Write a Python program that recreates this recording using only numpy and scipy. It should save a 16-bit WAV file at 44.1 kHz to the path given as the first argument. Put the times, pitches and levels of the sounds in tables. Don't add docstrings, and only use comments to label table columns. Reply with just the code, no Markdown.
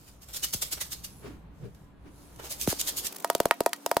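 import sys
import numpy as np
from scipy import signal
from scipy.fft import rfft, irfft
from scipy.io import wavfile
from scipy.ndimage import uniform_filter1d

SR = 44100
rng = np.random.default_rng(int(sys.argv[2]) if len(sys.argv) > 2 else 0)


def output_pcm(signal):
    pcm = np.clip(np.atleast_2d(signal).T, -1, 1) * 32767
    wavfile.write(sys.argv[1], SR, np.round(pcm).astype(np.int16))


N = 176400
T, HZ = np.arange(N) / SR, np.fft.rfftfreq(N, 1 / SR)


def amp(db):
    return 10 ** (np.asarray(db) / 20)


def unit(x):
    return x / np.sqrt(np.mean(x ** 2) + 1e-20)


def curve(points, hz=HZ):
    f, value = np.transpose(points)
    return np.interp(np.log(hz + 1), np.log(f + 1), value)


def fader(points):
    return amp(np.interp(T, *np.transpose(points)))


def swell(at, half_width):
    return np.exp(-np.minimum(((T - at) / half_width) ** 2, 50))


def pan(db):
    return amp(np.array([[db], [-db]]) / 2)


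def band(hz, octaves):
    return 1 / (1 + (np.log2((HZ + 1) / hz) / octaves) ** 2) ** 2


def low_pass(x, hz):
    taps = signal.firwin(201, hz, window=("kaiser", 8), fs=SR)
    return signal.oaconvolve(x, taps[None], "same")


def roll_off(x, hz):
    return irfft(rfft(x) / (1 + (HZ / hz) ** 4), N)


def wander(hz):
    return unit(roll_off(rng.standard_normal(N), hz))


def noise():
    return rng.standard_normal((2, N))


def grains(per_second=8000, spread_db=0.3):
    impacts = noise() * (rng.random((2, N)) < per_second / SR)
    return impacts * amp(spread_db * np.minimum(rng.exponential(1, (2, N)), 4))


def stereo(source, eq, coherence, lag_s=0):
    a, b = rfft(source)
    shared = np.clip(curve(coherence), 0, 1)
    left = a * np.exp(-2j * np.pi * HZ * lag_s)
    right = shared * a + np.sqrt(1 - shared ** 2) * b
    return unit(irfft(np.array([left, right]) * eq, N))


# t/s, level/dB
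RUMBLE_RIDE = [(0, -55), (.6, -52), (1.2, -49.5), (2.2, -52), (3.05, -55.5), (3.13, -82), (4, -102)]
AIR_RIDE = [(0, -62), (.6, -61), (1.3, -58.5), (1.95, -62), (2.3, -57.5), (2.9, -50.5), (3.3, -51),
            (4, -55.5)]
# f/Hz, level/dB
RUMBLE_EQ = [(15, -7.5), (35, -31.5), (57, 6), (75, -9), (110, -7.5), (170, -8.5), (300, -22.5), (800, -69)]
AIR_EQ = [(60, -50), (170, 5), (350, 6.5), (600, 2), (1000, 0.5), (2000, -9), (4000, -16.5), (15000, -80)]
# f/Hz, left-right coherence
BED_IMAGE = [(50, 0.99), (500, 0.58), (1500, 0.12), (5000, 0.1)]


def room_tone():
    rumble = fader(RUMBLE_RIDE) * stereo(noise(), amp(curve(RUMBLE_EQ)), BED_IMAGE)
    air = fader(AIR_RIDE) * stereo(noise(), amp(curve(AIR_EQ)), BED_IMAGE)
    return rumble + air


# f/Hz, T60/s
REVERB_DECAY = [(100, 0.18), (700, 0.054), (3000, 0.17), (8000, 0.059), (16000, 0.19)]
# f/Hz, level/dB
REVERB_EQ = [(100, -6), (700, -9.5), (2000, -10), (6000, -4), (15000, -40)]


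def reverb(x):
    hz, t, bands = signal.stft(rng.standard_normal((2, SR // 2)), SR, nperseg=256)
    decay = amp(-60 * t / curve(REVERB_DECAY, hz)[:, None])
    tail = signal.istft(bands * decay, SR, nperseg=256)[1]
    tail *= np.clip(np.arange(tail.shape[1]) / SR / 0.00037 - 1, 0, 1)
    send = irfft(rfft(x) * amp(curve(REVERB_EQ)), N)
    return signal.fftconvolve(send, tail / np.linalg.norm(tail[0]), axes=1)[:, :N]


# t/s, level/dB
HUM_RIDE = [(0, -73), (2.55, -63.5), (2.8, -59.5), (3.3, -66), (4, -55.5)]
# t/s, level/dB, half width/s, f/Hz, rustle/dB
HAND_BUMPS = [(1.258, -43, .027, 400, -48), (1.305, -48, .06, 280, -53), (1.65, -39, .036, 135, -59),
              (1.65, -46, .036, 420, -66), (2.075, -48, .026, 290, -55)]
# f/Hz, level/dB
SLEEVE_EQ = [(30, -43), (100, 10), (300, -7.5), (550, -5.5), (750, -6), (1200, -6), (2500, -12),
             (6000, -23.5), (15000, -33)]


def handling():
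    foley = fader(HUM_RIDE) * stereo(noise(), band(hz=287.2, octaves=0.034), BED_IMAGE)
    sleeve = stereo(grains(), amp(curve(SLEEVE_EQ)), BED_IMAGE)
    for at, db, width, hz, rustle_db in HAND_BUMPS:
        bump = stereo(noise(), band(hz, octaves=0.45), BED_IMAGE)
        foley += swell(at, width) * (amp(db) * bump + amp(rustle_db) * sleeve)
    return foley


# t/s, level/dB, half width/s, f/Hz, glide/(Hz/s)
POWDER_WHISTLES = [(1.143, -60.5, 0.11, 10700, -3000), (2.242, -67, 0.17, 10320, 1505.5)]


def powder_whistles():
    hiss = np.zeros(N)
    for at, db, width, hz, glide in POWDER_WHISTLES:
        phase = 2 * np.pi * np.cumsum(hz + glide * (T - at)) / SR
        hiss += amp(db) * swell(at, width) * wander(hz=450) * np.sin(phase)
    return hiss


# t/s, level/dB, half width/s, f/Hz
PLASTIC_RUBS = [(.44, -38, .014, 2950), (.543, -37, .012, 4530), (.816, -42, .012, 1990),
                (1.89, -67, .06, 1012), (1.86, -76, .12, 1658)]


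def plastic_rubs():
    return sum(amp(db) * swell(at, width) * wander(1 / width) * np.sin(2 * np.pi * hz * T)
               for at, db, width, hz in PLASTIC_RUBS)


def shifting_resonances(x, depth_db=2.2):
    bands = signal.stft(x, nperseg=512)[2]
    ripple = uniform_filter1d(rng.standard_normal(bands.shape[1:]), size=3, axis=0)
    ripple = uniform_filter1d(ripple, size=14, axis=1)
    return unit(signal.istft(bands * amp(depth_db * unit(ripple)), nperseg=512)[1][:, :N])


# t/s, level/dB
TRICKLE_RIDE = [(0, -63), (.12, -64), (.19, -73), (.33, -55.5), (.85, -57.5), (1.15, -63), (1.28, -65.5),
                (1.50, -86.5), (1.57, -74.5), (1.66, -70), (1.72, -75), (1.83, -73.5), (1.96, -87),
                (2.2, -64), (2.33, -64.5), (2.8, -46), (3.12, -59.5), (3.45, -58.5), (3.57, -61.5),
                (3.78, -62.5), (4, -56.5)]
# t/s, level/dB, half width/s, low-mid boost/dB
GRAIN_SWISHES = [(.085, -57.5, 0.015, 10), (0.232, -53.5, 0.015, 1.5), (0.299, -52.5, 0.015, 7.5),
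                 (0.348, -38, 0.014, -5), (0.368, -35, 0.0084, -6), (0.441, -28, 0.012, -3.5),
                 (0.539, -29, 0.0088, -3), (0.627, -28.5, 0.01, -2), (0.729, -32, 0.013, -1),
                 (0.78, -52, 0.0083, 19.5), (0.817, -31.5, 0.01, 1.5), (0.928, -36.5, 0.015, -2),
                 (1.05, -40, 0.011, 0), (1.749, -59, 0.0022, 8), (2.401, -52.5, 0.0092, 23),
                 (2.456, -46, 0.028, 12.5), (2.519, -35.5, 0.018, -2.5), (2.625, -34, 0.023, -13),
                 (2.702, -31, 0.026, -0.5), (2.804, -31, 0.012, -29), (2.886, -29.5, 0.017, -2.5),
                 (2.983, -31.5, 0.017, -13), (3.059, -34.5, 0.022, -5.5)]
# t/s, level/dB
CLUMP_SLAPS = [(0.22, -49.5), (.287, -48), (2.361, -50), (2.613, -29), (2.796, -30), (2.813, -23.5),
               (2.873, -34), (2.971, -29), (2.990, -41), (3.068, -24)]
# f/Hz, level/dB
SWISH_EQ = [(100, -66), (300, -5.5), (700, -6.5), (1400, -6), (2700, -2.5), (4500, 0.5), (8000, 2.5),
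            (10500, -0.5), (13500, 2), (15700, -7)]
# f/Hz, left-right coherence
SWISH_IMAGE = [(100, 0.9), (600, 0.58), (1500, 0.21), (6000, 0.32), (8500, 0.22), (11500, 0.9),
               (16000, 0.62)]


def swishes(gain_db=3.5, fade_db=-9.5, fade_s=0.045, slap_s=0.0031):
    treble_power = fader(TRICKLE_RIDE) ** 2
    low_mid_power = treble_power.copy()
    for at, db, width, boost_db in GRAIN_SWISHES:
        onset = np.clip((T - at) / width, 0, 1)
        fade = amp(fade_db) * onset * np.exp(-abs(T - at) / fade_s)
        power = amp(db) ** 2 * (swell(at, width) ** 2 + fade ** 2)
        treble_power += power
        low_mid_power += power * amp(boost_db) ** 2
    for at, db in CLUMP_SLAPS:
        treble_power += (amp(db) * (T > at) * np.exp(-abs(T - at) / slap_s)) ** 2
    clumped = grains() * amp(0.3 * wander(hz=220))
    shower = stereo(clumped, amp(curve(SWISH_EQ)), SWISH_IMAGE, lag_s=0.000298 * (HZ > 1800))
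    shower = shifting_resonances(shower)
    low_mid = roll_off(shower, hz=2060)
    shaped = (shower - low_mid) * np.sqrt(treble_power) + low_mid * np.sqrt(low_mid_power)
    return amp(gain_db) * pan(db=-1) * shaped


# t/s, level/dB
LEAD_IN_RATTLES = [(3.127, -39), (3.149, -44), (3.165, -37), (3.186, -45), (3.203, -42), (3.225, -46)]
# f/Hz, level/dB
RATTLE_EQ = [(2000, -3.5), (13500, 1.5)]
# f/Hz, left-right coherence
IMPACT_IMAGE = [(100, 0.95), (3000, 0.84), (4500, 0.62), (7500, 0.57), (16000, 0.38)]


def rattles(gain_db=2, rebound_s=0.032, rebound_db=-23.5):
    rebounds = [(at + rebound_s, crack_db + rebound_db) for at, *_, crack_db, _, _ in GRAIN_KNOCKS]
    envelope = sum(amp(db) * swell(at, half_width=0.0037) for at, db in [*LEAD_IN_RATTLES, *rebounds])
    spray = stereo(grains(), amp(curve(RATTLE_EQ)), IMPACT_IMAGE, lag_s=0.000012)
    return amp(gain_db) * envelope * spray


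# f/Hz, level/dB
CRACK_EQ = [(300, -11), (1200, 9.5), (1900, 3), (2800, 3.5), (3800, 6), (4600, 7.5), (6500, 4.5), (8000, 6),
            (14500, 5.5), (16500, -9.5)]


def cracks(delay_s=0.0005, snap_db=-3, wall_ring_db=-15.5, wall_ring_s=0.011):
    envelope = np.zeros(N)
    for at, *_, crack_db, _, _ in GRAIN_KNOCKS:
        hit = at + delay_s
        snap = amp(snap_db) * swell(hit, half_width=0.000092)
        burst = swell(hit, half_width=0.0025)
        wall_ring = amp(wall_ring_db) * np.exp(-np.maximum(T - at, 0) / wall_ring_s)
        envelope += amp(crack_db) * (T > hit) * (snap + burst + wall_ring)
    return envelope * stereo(noise(), amp(curve(CRACK_EQ)), IMPACT_IMAGE, lag_s=0.000012)


# f/Hz, level/dB, T60/s
JAR_MODES = [(691.4, -4, 0.13), (719, -4, 0.084), (956, -1.5, 0.081), (1036, 2.5, 0.029),
             (1270, -2.5, 0.058), (1430, -10.5, 0.071), (1888, -3.5, 0.077), (2650, -19, .07)]


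def jar_ring(drive, gain_db=-54):
    t = T[:SR // 3]
    modes = sum(amp(db - 60 * t / t60) * np.sin(2 * np.pi * hz * t) for hz, db, t60 in JAR_MODES)
    return amp(gain_db) * signal.fftconvolve(drive, modes)[:N]


# t/s, level/dB, f/Hz at the crest, attack/s, decay/s,
# crack/dB, ring send/dB, recoil/dB
GRAIN_KNOCKS = [(.5437, -34.5, 238, 0.0057, 0.02, -55, -17, -49),
                (2.6744, -15, 320, 0.0045, 0.0076, -28.5, -30, -38),
                (2.726, -24, 422, 0.0044, 0.002, -31.5, -2, -33),
                (3.2452, -16, 880, .0018, 0.0012, -25, 11, -60),
                (3.3, -11.5, 865, 0.0016, 0.0013, -21.5, 9, -49),
                (3.3496, -17, 411, 0.0051, .0005, -21.5, 7, -52),
                (3.4014, -11, 392, 0.00495, 0.00028, -21, 1, -45),
                (3.455, -11, 418.4, 0.0046, 0.00028, -23, 1, -33),
                (3.51, -3.5, 1880, 0.00066, 0.0015, -24, 8, -48),
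                (3.605, -14.5, 390, 0.005, 0.001, -24.5, 7, -61),
                (3.6612, -12, 620, 0.00314, 0.0017, -21, 11.5, -62),
                (3.7316, -15.5, 1870, 0.00071, 0.00056, -24, 12, -62),
                (3.8615, -19.5, 596, 0.0032, 0.0012, -22.5, 10.5, -76),
                (3.9136, -12.5, 683, 0.0029, 0.0012, -23.5, 7.5, -45),
                (3.9674, -9, 557, 0.0025, 0.00059, -22, 5, -35)]


def knocks(contact_hz=5980, recoil_periods=0.93, lag_s=0.00006):
    thud, drive = np.zeros((2, N))
    for at, db, crest_hz, attack_s, decay_s, _, ring_db, recoil_db in GRAIN_KNOCKS:
        t = np.maximum(T - at, 0)
        pitch = contact_hz / (1 + (contact_hz / crest_hz - 1) * t / attack_s)
        phase = 2 * np.pi * np.cumsum(pitch * (t > 0)) / SR
        attack = np.minimum(t / attack_s, 1) ** 0.6
        decay = np.exp(-np.minimum(np.maximum(t - attack_s, 0) / decay_s, 10) ** 1.04)
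        note = -amp(db) * attack * decay * np.sin(phase)
        swing = t * crest_hz / recoil_periods
        recoil = amp(recoil_db) * swing * (2 - swing) * np.exp(-np.minimum(swing, 60))
        thud += note + recoil
        drive += note * amp(ring_db)
    body = thud + jar_ring(drive)
    late_left = np.interp(T - lag_s, T, body)
    return pan(db=-0.3) * (np.array([late_left, body]) + cracks())


def scene(high_cut_hz=16000, hard_send_db=-8.5):
    soft = low_pass(swishes() + powder_whistles() + plastic_rubs(), high_cut_hz) + handling()
    hard = knocks() + low_pass(rattles(), high_cut_hz)
    wet = low_pass(reverb(soft + amp(hard_send_db) * hard), high_cut_hz)
    return soft + hard + wet + room_tone()


def record(dry):
    return low_pass(dry, hz=17000)


dry = scene()
out = record(dry)
output_pcm(out)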